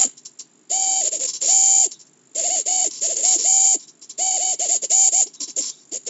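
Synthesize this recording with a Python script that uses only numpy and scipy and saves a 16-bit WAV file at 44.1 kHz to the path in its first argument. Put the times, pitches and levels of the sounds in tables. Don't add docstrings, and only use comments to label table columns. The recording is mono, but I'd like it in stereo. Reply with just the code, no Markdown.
import sys
import numpy as np
from scipy import signal
from scipy.fft import rfft, irfft, next_fast_len
from scipy.io import wavfile
from scipy.ndimage import uniform_filter1d

SR = 44100
rng = np.random.default_rng(int(sys.argv[2]) if len(sys.argv) > 2 else 0)


def dump(signal):
    limited = np.clip(np.atleast_2d(signal).T, -1, 1)
    pcm = np.round(limited * 32767).astype(np.int16)
    wavfile.write(sys.argv[1], SR, pcm)


N = 268569
TIME = np.arange(N) / SR
FULL_SPEED_HZ = 780

# start/s, drive time/s, run-down/s, top tooth rate/Hz, level/dB, gear load/dB
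SWINGS = [ (-.054, 0.092, .05, 777, 0.5, 3), (.693, 0.31, 0.12, 774, 0.5, -0.5),
          (1.046, .03, .041, 660.3, 2, 1.5), (1.11, 0.033, .095, 686.5, 0, -1.1),
          (1.19, 0.069, 0.033, 551.3, -0.5, -0.5), (1.404, 0.047, 0.093, 588.3, 0, 1),
          (1.472, 0.36, 0.074, 778.2, -.5, 7), (2.345, .06, 0.095, 673, 1.5, -2.8),
          (2.432, 0.035, 0.099, 760, 1.3, -1), (2.491, 0.062, 0.092, 761.7, .5, -1),
          (2.567, .014, 0.093, 682.4, 0.8, 2.5), (2.652, 0.19, 0.066, 756, 1.2, -0.3),
          (2.862, .014, 0.061, 399.2, 1, 4.5), (3.006, .057, 0.06, 691.8, -2, 5),
          (3.084, 0.027, 0.091, 684.3, 2, -2), (3.153, 0.057, 0.049, 551, 0, -1),
          (3.223, .12, 0.063, 760, -0.66, 5.5), (3.378, 0.039, .087, 498.1, -0.5, 0),
          (3.437, .3, .046, 776.8, -0.62, 6.5), (4.175, .192, 0.065, 765.3, 0.8, -1.2),
          (4.391, 0.13, 0.064, 759.7, 0.65, -1.4), (4.586, 0.059, 0.081, 749, 1.1, -2),
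          (4.684, .058, .068, 756, -0.5, 5.5), (4.815, .03, 0.048, 638.4, 2.2, -1.5),
          (4.894, .19, .024, 778, -.8, 8), (5.114, .096, .062, 782.3, -0.35, 6),
          (5.558, .034, 0.053, 618.7, 2, 2), (5.913, 0.059, 0.03, 536, -2.1, -1),
          (6.059, 0.022, 0.044, 649, 2, -4.5), ]
# f/Hz, width/Hz, level/dB
CASE_MODES = [(6100, 37, -22), (6616, 230, -4.5), (6714, 92, 1), (6917, 205, -1.5), (7144, 51, 1.5),
              (7340, 390, -3.5)]
# f/Hz, width/Hz, level/dB
GEAR_MODES = [(920, 140, -18.5), (2105, 120, -12), (2760, 210, -8.5), (3906, 27, 3.5), (4420, 67, -1.5),
              (4630, 280, 10.5), (5434, 42, 10.5), (5480, 50, -3.5), (5790, 210, 2)]


def amp(db):
    return 10 ** (np.asarray(db) / 20)


def unit(x):
    return x / np.sqrt(np.mean(x ** 2) + 1e-20)


def steady(x):
    return x / np.sqrt(abs(uniform_filter1d(x ** 2, size=1100)) + 1e-12)


def curve_at(points, hz):
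    f, value = np.transpose(points)
    return np.interp(np.log(hz + 1), np.log(f), value)


def colour(x, points):
    size = next_fast_len(N + 8192)
    gain = amp(curve_at(points, np.fft.rfftfreq(size, 1 / SR)))
    return irfft(rfft(x, size) * gain, size)[:N]


def wander(hz):
    f = np.fft.rfftfreq(N, 1 / SR)[:4000]
    spectrum = rfft(rng.standard_normal(8000))[:4000] / (1 + (f / hz) ** 4)
    return unit(irfft(spectrum, next_fast_len(N))[:N])


def ring(x, modes):
    return sum((-1) ** k * amp(db) * signal.lfilter(*signal.iirpeak(hz, hz / width, SR), x)
               for k, (hz, width, db) in enumerate(modes))


def after(start, length_s=0.25):
    at = np.searchsorted(TIME, start)
    span = slice(at, at + int(length_s * SR))
    return span, TIME[span] - start


def impacts(cycles, spread_db, jitter_s):
    at = np.flatnonzero(np.diff(np.floor(cycles)) > 0)
    size, late = rng.standard_normal((8000, 2))[:len(at)].T
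    exact = at + (1 - cycles[at] % 1) / (cycles[at + 1] - cycles[at]) + late * jitter_s * SR
    taps = np.round(exact)[:, None].astype(int) + np.arange(-4, 5)
    clicks = amp(spread_db * np.clip(size, -2, 2))[:, None] * np.sinc(taps - exact[:, None])
    return np.bincount(np.clip(taps, 0, N - 1).ravel(), clicks.ravel(), N)


def scrape(cycles, spread_db, duty):
    size = amp(spread_db * np.clip(rng.standard_normal(8000), -2, 1.5))
    envelope = size[np.floor(cycles).astype(int) % len(size)] * np.exp(-(cycles % 1) / duty)
    return unit(envelope * rng.standard_normal(N))


def motor():
    spin_up_s, surge_peak_s = 0.0118, 0.016
    hz, surge = np.zeros((2, N))
    for start, driven, run_down, top_hz, _, load_db in SWINGS:
        span, t = after(start, length_s=0.5)
        lag_hz = (top_hz - hz[span.start]) * np.exp(-np.minimum(t, driven) / spin_up_s)
        hz[span] = (top_hz - lag_hz) * np.clip(1 - (t - driven) / run_down, 0, 1)
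        surge[span] = amp(load_db) * (t / surge_peak_s * np.exp(1 - t / surge_peak_s)) ** 2
    dips_s = [2.711, 2.805, 3.517, 3.657, 4.321, 5.051, 5.177]
    dip_depth, dip_half_s = 0.055, 0.009
    hz *= 1 - dip_depth * sum(np.clip(1 - abs(TIME - s) / dip_half_s, 0, 1) for s in dips_s)
    starts, *_, level_db, load_db = np.transpose(SWINGS)
    swing = np.maximum(np.searchsorted(starts, TIME, side="right") - 1, 0)
    return [hz] + [uniform_filter1d(c, size=260) for c in (surge, level_db[swing], load_db[swing])]


def engagement(hz):
    stall_hz, engage_s = 387, 0.0042
    driven = np.any([(TIME >= start) & (TIME < start + length) for start, length, *_ in SWINGS], 0)
    turning = np.maximum(driven, 1 - 1 / (1 + (hz / stall_hz) ** 10))
    pole = np.exp(-1 / (engage_s * SR))
    build_up = signal.lfilter([1 - pole], [1, -pole], turning + 1e-9) ** 2
    return np.minimum(turning, build_up)


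def swing_levels(tooth_hz, surge, level_db, load_db):
    # level/dB, power of speed, dB per dB of load, surge/dB, unevenness/dB
    whine_law = (-31.5, 1.95, -0.2069, 0.95, -0.6)
    case_law = (-19.5, 0.81, 0.87, -0.97, -0.46)
    rasp_law = (-34.5, -0.08, 0.39, -0.5, 0.7)
    speed_db = 20 * np.log10(tooth_hz / FULL_SPEED_HZ)
    return [db + level_db + power * speed_db + per_load * load_db
            + surge_db * surge + uneven_db * wander(hz=30)
            for db, power, per_load, surge_db, uneven_db in (whine_law, case_law, rasp_law)]


def case_ring(teeth, speed, load, case_db):
    knocks = unit(impacts(teeth, spread_db=1.5, jitter_s=13e-6) * load)
    chatter = scrape(teeth, spread_db=1.5, duty=0.3) * load
    in_step = np.clip(speed ** 6 * (0.4 + 0.07 * (case_db + 20)), 0.1, 0.85)
    strikes = np.sqrt(in_step) * 0.53 * knocks + np.sqrt(1 - in_step) * chatter
    treble_tilt = [(3000, -23.5), (5500, -6.5), (6200, -6), (7500, 0.5)]
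    return steady(colour(ring(strikes, CASE_MODES), treble_tilt))


def gear_rasp(teeth, load):
    # f/Hz, level/dB
    rasp_eq = [(150, -36), (350, -16.5), (520, -40.5), (800, -16.5), (1250, -29.5), (1700, -28.5),
               (2200, -11), (2550, -20), (3000, -10), (3500, -11), (4600, -5), (5700, -8.5), (7000, -12),
               (8000, -15.5)]
    friction = scrape(teeth, spread_db=1, duty=0.94) * load
    ringing = colour(ring(friction, GEAR_MODES), [(6000, -2), (8000, -6)])
    return unit(colour(friction, rasp_eq) + amp(-5) * ringing)


def bench_shake():
    # f/Hz, width/Hz, level/dB
    bench_modes = [(240, 38, -11.5), (367.5, 21, 3), (625, 82, -3.5)]
    return unit(colour(ring(rng.standard_normal(N), bench_modes), [(600, -10), (1200, -14.5)]))


def gear_whine(teeth, tooth_hz, speed, load_db):
    # f/Hz, level/dB
    gearbox_eq = [(1200, -30), (1600, -31.5), (2100, -13), (2330, -15), (2560, -17), (2850, -11.5),
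                  (3100, -9.5), (3450, -14.5), (3880, -17.5), (4250, -11), (4640, -5.5), (4950, -5),
                  (5450, -24), (5900, -18)]

    def partial(order):
        slack = (order > 1) * np.clip(1.5 * (1 - speed), 0, 0.3) * wander(hz=220)
        return np.sqrt(2) * np.cos(2 * np.pi * (order * teeth + slack + rng.random()))

    overtones = np.zeros(N)
    for order in range(2, 8):
        odd_db = 0.47 * load_db * (order % 2)
        db = curve_at(gearbox_eq, order * tooth_hz) + odd_db + 1.8 * wander(hz=151)
        overtones += amp(db) * partial(order)
    throb = amp(-29.5 + 6.3 * wander(hz=34.8)) * partial(0.43)
    fundamental = amp(0.89 * wander(hz=125)) * partial(0.99)
    return fundamental + speed ** 0.29 * overtones + throb


def swinging_servo():
    teeth_per_turn, drift = 6, 0.002
    motor_hz, surge, level_db, load_db = motor()
    tooth_hz = np.maximum(motor_hz, 200) * (1 + drift * wander(hz=22.9))
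    whine_db, case_db, rasp_db = swing_levels(tooth_hz, surge, level_db, load_db)
    speed = np.clip(tooth_hz / FULL_SPEED_HZ, 0.1, 1)
    flutter = 0.003 + 0.12 * (1 - speed)
    teeth = np.cumsum(tooth_hz * (1 + flutter * wander(hz=89.5))) / SR
    turn = 2 * np.pi * teeth / teeth_per_turn
    load = amp(speed * (1.5 * np.sin(turn) + 0.58 * np.sin(2 * turn)) + wander(hz=60))
    case = amp(case_db) * case_ring(teeth, speed, load, case_db)
    rasp = amp(rasp_db - 3.82) * gear_rasp(teeth, load)
    shake = bench_shake()
    shake_share = np.clip(0.0058 + 1.6 * (1 - speed) ** 2, 0, 1)
    whine = gear_whine(teeth, tooth_hz, speed, load_db)
    hum = amp(whine_db - 1.5) * (np.sqrt(1 - shake_share) * whine + np.sqrt(shake_share) * shake)
    return engagement(motor_hz) * (hum + case + rasp + amp(rasp_db - 27) * shake)


def holding_ticks():
    # f/Hz, level/dB
    tick_eq = [(1000, -34), (3000, -34.5), (5500, -23.5), (6400, -19.5), (7000, -5.5), (7400, -7),
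               (7800, -5)]
    # t/s, level/dB
    fader = [(0, 1), (.14, -42.5), (.35, -45.5), (.6, -48), (2.2, -46), (3.95, -45.5), (5.3, -50),
             (5.8, -42.5), (6.09, -34.5)]
    control_hz = 50
    pulses = TIME * control_hz
    first = scrape(pulses - 0.64, spread_db=4.5, duty=0.12)
    second = 1.3 * scrape(pulses - 0.77, spread_db=1.5, duty=0.32)
    return amp(np.interp(TIME, *np.transpose(fader))) * unit(colour(first + second, tick_eq))


def room_tone():
    # f/Hz, level/dB
    wash_eq = [(35, -115), (60, -49), (136, -6.5), (201, -10), (234, -4.5), (429, -7.5), (473, -19),
               (698, -18), (934, -19), (1580, -22.5), (6300, -30), (8190, -58), (13900, -120)]
    return amp(-60.5) * unit(colour(rng.standard_normal(N), wash_eq))


def slack_clack():
    # t/s, level/dB
    cues = [(0.033, -19.5)]
    # f/Hz, width/Hz, level/dB
    clack_modes = [(1250, 75, -2), (1720, 1000, -11), (3010, 350, -3.5)]
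    blow = np.zeros(N)
    for start, db in cues:
        blow[int(start * SR)] = amp(db)
    return amp(29) * ring(blow, clack_modes)


def stall_growls():
    # start/s, length/s, tooth rate at mid-growl/Hz, level/dB
    cues = [ (0.04, 0.047, 275.4, -37.5), (1.161, 0.048, 335, -45.5), (1.858, .025, 355, -34),
            (2.86, 0.038, 345.3, -38), (3.356, 0.019, 339, -32.5), (3.743, 0.034, 340, -34.5),
            (5.258, 0.026, 318, -42), (5.398, .05, 281, -42.5), (5.474, .034, 305, -45),
            (5.584, .04, 302, -39.5), (5.915, 0.02, 303, -38.5), ]
    sag_per_s, roughness, octave_db = 5.7, 0.11, -12.5
    jitter = 1 + roughness * wander(hz=116)
    growls = np.zeros(N)
    for start, length, hz, db in cues:
        span = (TIME >= start) & (TIME < start + length)
        t = TIME[span] - start
        tooth_hz = hz * jitter[span] * np.exp(-sag_per_s * (t - length / 2))
        phase = 2 * np.pi * np.cumsum(tooth_hz) / SR
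        tone = unit(np.sin(phase) + amp(octave_db) * np.sin(2 * phase))
        growls[span] += amp(db) * np.sin(np.pi * t / length) * tone
    return growls


def twitch_envelope():
    # start/s, drive time/s, level/dB
    cues = [ (.168, .018, -45.5), (.25, 0.011, -33.5), (0.388, 0.019, -35), (1.2, 0.055, -38.5),
            (1.27, 0.033, -29), (1.329, 0.04, -32.5), (1.42, .11, -28.5), (1.908, .021, -37.5),
            (1.988, 0.031, -48.5), (2.064, 0.0061, -52.5), (2.904, 0.013, -35), (2.927, 0.067, -37),
            (3.03, 0.052, -36.5), (3.24, .1, -29.5), (3.379, 0.061, -30.5), (3.79, .05, -47),
            (3.873, 0.022, -46.5), (4.011, 0.036, -44.5), (4.091, 0.021, -36.5), (4.906, .025, -31),
            (5.262, 0.014, -40.5), (5.332, 0.026, -45.5), (5.399, 0.044, -31.5), (5.474, .032, -36),
            (5.603, 0.098, -32), (5.735, 0.1, -57.5), ]
    attack_s, release_s = 0.0033, 0.009
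    envelope = np.zeros(N)
    for start, driven, db in cues:
        span, t = after(start)
        swell = np.exp(np.minimum(t / attack_s - 2, 0))
        envelope[span] += amp(db) * swell * np.exp(-np.maximum(t - driven, 0) / release_s)
    return uniform_filter1d(envelope, size=150)


def twitching_servo():
    # f/Hz, level/dB
    rasp_eq = [(150, -39.5), (300, -19.5), (600, -27.5), (800, -43.5), (1700, -40), (2300, -26.5),
               (3300, -21), (4200, -24.5), (5000, -11.5), (5700, -9), (6300, -10), (7400, 0), (7900, -11)]
    # f/Hz, width/Hz, level/dB
    blade_modes = [(1025, 55, -10.5), (2460, 91, -16), (3280, 33, -17.5), (3970, 94, 0.5),
                   (4200, 150, -7.5), (4536, 99, 3.5), (5380, 100, 3.5), (5820, 110, 4), (5745, 115, 5),
                   (6330, 37, 10.5), (7130, 24, -1.5), (7600, 80, -1.5)]
    tooth_hz = 310 * amp(1.8 * wander(hz=37.84))
    friction = twitch_envelope() * scrape(np.cumsum(tooth_hz) / SR, spread_db=1.5, duty=0.5)
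    ringing = colour(ring(friction, blade_modes), [(7000, -3.5), (9000, -20.5)])
    return amp(17) * colour(friction, rasp_eq) + amp(11.5) * ringing


def gear_jolts():
    # t/s, level/dB
    cues = [(1.052, -20.5), (1.117, -25.5), (1.234, -23.5), (1.412, -20.5), (1.49, -17), (2.566, -23),
            (3.018, -29), (3.06, -22.5), (3.166, -22.5), (3.25, -15.5), (3.32, -14), (4.6, -24.5),
            (4.761, -25.5), (4.912, -28)]
    attack_s, decay_s, rattle_hz = 0.002, 0.012, 480
    envelope = np.zeros(N)
    for start, db in cues:
        span, t = after(start)
        envelope[span] += amp(db) * np.minimum(t / attack_s, 1) * np.exp(-t / decay_s)
    rattle = scrape(TIME * rattle_hz, spread_db=10, duty=0.44)
    return envelope * (steady(ring(rattle, CASE_MODES)) + amp(-14) * steady(ring(rattle, GEAR_MODES)))


def shaft_squeaks():
    # start/s, length/s, level/dB
    cues = [(1.925, .06, -56.5), (3.815, 0.059, -57), (5.345, 0.065, -57), (5.71, 0.043, -51),
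            (5.765, 0.046, -58.5)]
    # f/Hz, width/Hz, level/dB
    squeak_modes = [(3580, 57, 0.25), (3870, 39, 3.5)]
    swells = sum(amp(db) * np.sin(np.pi * np.clip((TIME - start) / length, 0, 1))
                 for start, length, db in cues)
    return swells * unit(ring(rng.standard_normal(N), squeak_modes))


def reverb(x, wet_db):
    # f/Hz, time to fall 60 dB/s
    decay_times = [(300, 0.037), (2000, 0.31), (3900, 0.35), (5000, 0.18), (7000, 0.19)]
    noise = rng.standard_normal(SR // 2) * (TIME[:SR // 2] > 0.003)
    hz, t, bands = signal.stft(noise, SR, nperseg=256)
    decay = amp(-60 * t / curve_at(decay_times, hz)[:, None])
    tail = signal.istft(bands * decay, SR, nperseg=256)[1]
    return amp(wet_db) * signal.fftconvolve(x, tail / np.linalg.norm(tail))[:N]


def scene():
    near = swinging_servo() + stall_growls() + gear_jolts() + holding_ticks() + slack_clack()
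    far = twitching_servo() + shaft_squeaks()
    mono = near + far + reverb(near, wet_db=-16.5) + reverb(far, wet_db=-14.5) + room_tone()
    return np.array([mono, mono])


def record(dry):
    mic_eq = [(90, -28.5), (105, -18.5), (135, 0.5), (7480, 1),
              (7750, -22), (8000, -33), (8250, -43.5), (8400, -46.5)]
    heard = np.tile(colour(dry.mean(0), mic_eq), (2, 1))
    low_pass = signal.firwin(511, cutoff=8500, window=("kaiser", 9), fs=SR)
    return signal.oaconvolve(heard, low_pass[None], "same")


dry = scene()
out = record(dry)
dump(out)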